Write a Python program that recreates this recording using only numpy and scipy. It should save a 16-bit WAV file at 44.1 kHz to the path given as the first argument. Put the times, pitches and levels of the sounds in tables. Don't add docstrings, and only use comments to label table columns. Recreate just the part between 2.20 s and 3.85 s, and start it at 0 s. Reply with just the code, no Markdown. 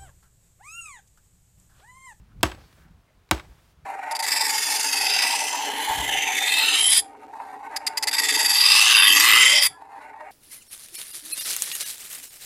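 import sys
import numpy as np
from scipy import signal
from scipy.fft import rfft, irfft
from scipy.io import wavfile

SR = 44100
rng = np.random.default_rng(int(sys.argv[2]) if len(sys.argv) > 2 else 0)


def dump_mix(stems):
    frames = np.atleast_2d(stems).T
    limited = np.clip(frames, -1, 1)
    pcm = np.round(limited * 32767).astype(np.int16)
    wavfile.write(sys.argv[1], SR, pcm)


N = 72765

# time_s, level_db
WIND_GUSTS = [(0, -46), (.07, -58.5), (.2, -42.5), (.4, -50), (.5, -56), (.72, -54), (.79, -57), (.83, -67),
              (.92, -68), (.96, -58), (1.07, -66), (1.24, -54.5), (1.3, -47.5), (1.36, -59.5),
              (1.55, -61.5), (1.65, -51)]
# pitch_hz, level_db
WIND_TONE = [(20, -23.5), (45, 1), (70, -0.5), (140, -7.5), (220, -15.5), (400, -31.5), (1000, -49.5),
             (4000, -77.5)]
# pitch_hz, level_db
AIR_TONE = [(30, 2.5), (100, 0), (250, 1.5), (500, -4.5), (1000, -3), (2000, -8.5), (4000, -13.5),
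            (8000, -19.5), (16000, -23.5)]
# middle_s, length_s, pitch_hz, level_db
SCUFF_EVENTS = [(0.121, 0.03, 1350, -66.5), (0.196, 0.055, 169, -57), (0.383, 0.017, 610, -57),
                (0.44, .09, 4400, -66.5), (0.634, 0.088, 1480, -63.5), (0.656, 0.023, 168, -53.5),
                (0.679, 0.031, 770, -65.5), (.712, 0.016, 168, -53.5), (0.893, 0.035, 2100, -73),
                (0.911, 0.026, 610, -67)]
# start_s, level_db
TICK_EVENTS = [(.2080, -49), (0.3465, -45.5), (.4165, -55.5), (.527, -52), (0.682, -62), (1.0889, -54.5)]
# pitch_hz, level_db
TICK_TONE = [(150, 0), (400, 2.5), (1500, -2), (4500, -7), (8000, -21), (16000, -25.5)]
# start_s, level_db, crack_tilt_db_per_octave, steel_db, thump_db
MAUL_BLOWS = [(0.2303, 0, -1, -3.5, 0.5), (1.1111, -1.5, -0.8, -8, 1)]
# pitch_hz, level_db
SNAP_TONE = [(500, -11.5), (2000, -2), (4500, -0.5), (6000, -10.5), (8500, 3), (12000, -7.5),
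             (16000, -12.5)]
# pitch_hz, fade_s, first_blow_db, second_blow_db
LOG_NOTES = [(316, 0.15, -23, -20), (366.4, .2, -26.5, -27), (566, 0.16, -30, -31.5),
             (664, 0.04, -13.5, -24), (876, 0.068, -16, -18), (995, 0.031, -32.5, -13),
             (1125, 0.063, -14.5, -21.5), (1344, 0.038, -23, -20), (1568, 0.052, -18, -15.5),
             (1796, .05, -20.5, -22), (2250, 0.07, -24, -25.5), (2710, 0.035, -24, -25.5),
             (2848, 0.063, -28.5, -26.5), (3190, 0.038, -20, -28.5)]
# pitch_hz, fade_s, level_db
STEEL_NOTES = [(3838, .06, -26), (4613, .07, -27.5), (5290, 0.11, -32.5), (6436, .09, -27.5),
               (7920, 0.29, -38), (11160, .11, -35)]
# pitch_hz, level_db
CRACK_TONE = [(100, -10), (200, 0), (450, -13.5), (800, 5.5), (1600, -0.5), (3500, -1.5), (6000, -9.5),
              (8500, -11.5), (12000, -15.5), (16000, -12)]
# pitch_hz, level_db
SCATTER_TONE = [(60, -0.5), (130, 2.5), (220, 1.5), (450, 0), (850, 2), (2000, -5), (4000, -9),
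                (7000, -17.5), (11000, -23), (16000, -27)]
# pitch_hz, level_db
WASH_TONE = [(100, 1), (400, 3.5), (1500, 0.5), (4500, -12), (8000, -22), (16000, -26.5)]
# pitch_hz, level_db
HISS_TONE = [(500, -5.5), (3000, 3.5), (8000, -1), (15000, -4)]
# delay_s, first_blow_db, second_blow_db
TRAILER_ECHOES = [(.022, -15, -25), (.0665, -28, -26.5), (.0855, -21, -22.5)]

TIME_S = np.arange(N) / SR
PITCHES_HZ = np.fft.rfftfreq(N, 1 / SR)


def gain(db):
    return 10 ** (np.asarray(db) / 20)


def tone_gain(hz, tone):
    table_hz, table_db = np.array(tone, float).T
    return gain(np.interp(np.log(hz + 1), np.log(table_hz), table_db))


def noise(tone):
    shaped = irfft(rfft(rng.standard_normal(N)) * tone_gain(PITCHES_HZ, tone), N)
    return shaped / shaped.std()


def since(start_s):
    return np.maximum(TIME_S - start_s, 0)


def envelope(start_s, rise_s, fade_s, hold_s=0):
    t = since(start_s)
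    return (1 - np.exp(-t / rise_s)) * np.exp(-np.log(1000) * np.maximum(t - hold_s, 0) / fade_s)


def wind():
    gusts = gain(np.interp(TIME_S, *np.array(WIND_GUSTS).T))
    return gusts * noise(WIND_TONE) + gain(-66.5) * noise(AIR_TONE)


def scuffs(slope_db_per_octave=-24.5):
    out = 0
    for middle_s, length_s, hz, db in SCUFF_EVENTS:
        tone = [(hz * 2. ** octave, slope_db_per_octave * abs(octave)) for octave in range(-2, 3)]
        swell = np.exp(-2 * ((TIME_S - middle_s) / length_s) ** 2)
        out = out + gain(db) * noise(tone) * swell
    return out


def ticks():
    taps = sum(gain(db) * envelope(start_s, rise_s=.00033, fade_s=.03, hold_s=.0016)
               for start_s, db in TICK_EVENTS)
    return noise(TICK_TONE) * taps


def strike(blow, start_s, tilt_db, steel_db):
    wood = sum(gain(blow_db[blow]) * ring(start_s + rng.random() / hz, hz, fade_s, rise_s=.0006)
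               for hz, fade_s, *blow_db in LOG_NOTES)
    steel = sum(gain(db + steel_db) * ring(start_s, hz, fade_s, rise_s=.0004)
                for hz, fade_s, db in STEEL_NOTES)
    snap_shape = envelope(start_s, rise_s=.0001, fade_s=.0027, hold_s=.00033)
    snap = gain(-9.5) * noise(SNAP_TONE) * snap_shape
    return snap + crack(start_s, tilt_db) + wood + steel


def ring(start_s, hz, fade_s, rise_s):
    return envelope(start_s, rise_s, fade_s) * np.sin(2 * np.pi * hz * since(start_s))


def crack(start_s, tilt_db):
    edges_hz = np.geomspace(120, 17000, 15)
    centres_hz = np.sqrt(edges_hz[1:] * edges_hz[:-1])
    shares = tone_gain(centres_hz, CRACK_TONE) * np.sqrt(np.diff(edges_hz))
    shares /= np.linalg.norm(shares)
    white_spectrum = rfft(rng.standard_normal(N))
    out = 0
    for low_hz, high_hz, khz, share in zip(edges_hz, edges_hz[1:], centres_hz / 1000, shares):
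        shape = envelope(start_s, rise_s=.00094 / khz, fade_s=.032 / khz ** .4, hold_s=.003)
        in_band = (PITCHES_HZ >= low_hz) & (PITCHES_HZ < high_hz)
        band = irfft(white_spectrum * in_band, N) * shape
        band *= np.linalg.norm(shape) / np.linalg.norm(band)
        out = out + band * share * gain(tilt_db * np.log2(khz))
    return gain(-9.5) * out


def yard(start_s):
    scatter = gain(-25.5) * noise(SCATTER_TONE) * envelope(start_s, rise_s=.006, fade_s=.24)
    wash = gain(-50) * noise(WASH_TONE) * envelope(start_s, rise_s=.03, fade_s=1.2)
    hiss = gain(-67) * noise(HISS_TONE) * envelope(start_s, rise_s=.02, fade_s=.1, hold_s=.407)
    scatter *= flicker(changes_per_s=420, spread_db=2)
    wash *= flicker(changes_per_s=68, spread_db=2.5)
    return scatter + wash + hiss


def flicker(changes_per_s, spread_db):
    wobble = gain(spread_db * np.interp(TIME_S * changes_per_s, np.arange(N), rng.standard_normal(N)))
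    return wobble / np.sqrt(np.mean(wobble ** 2))


def thump(blow_s, first_hz=249, last_hz=61, sag_s=.007):
    start_s = blow_s + .004
    t = since(start_s)
    cycles = last_hz * t + (first_hz - last_hz) * sag_s * (1 - np.exp(-t / sag_s))
    return gain(-15.5) * envelope(start_s, rise_s=.013, fade_s=.16) * np.sin(2 * np.pi * cycles)


def trailer_echoes(blow, hit, band_hz=(1150, 3300)):
    thin = signal.sosfilt(signal.butter(1, band_hz, "bandpass", fs=SR, output="sos"), hit)
    return sum(gain(blow_db[blow]) * np.pad(thin, (int(delay_s * SR), 0))[:N]
               for delay_s, *blow_db in TRAILER_ECHOES)


def scene():
    out = wind() + ticks() + scuffs()
    for blow, (start_s, db, tilt_db, steel_db, thump_db) in enumerate(MAUL_BLOWS):
        hit = strike(blow, start_s, tilt_db, steel_db)
        out += gain(db) * (hit + yard(start_s) + trailer_echoes(blow, hit))
        out += gain(thump_db) * thump(start_s)
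    return out[None]


def record(dry, drive=.83, top_hz=15800):
    rounded = np.tanh(drive * dry) / drive
    return signal.sosfilt(signal.ellip(8, .2, 80, top_hz, fs=SR, output="sos"), rounded)


dry = scene()
out = record(dry)
dump_mix(out)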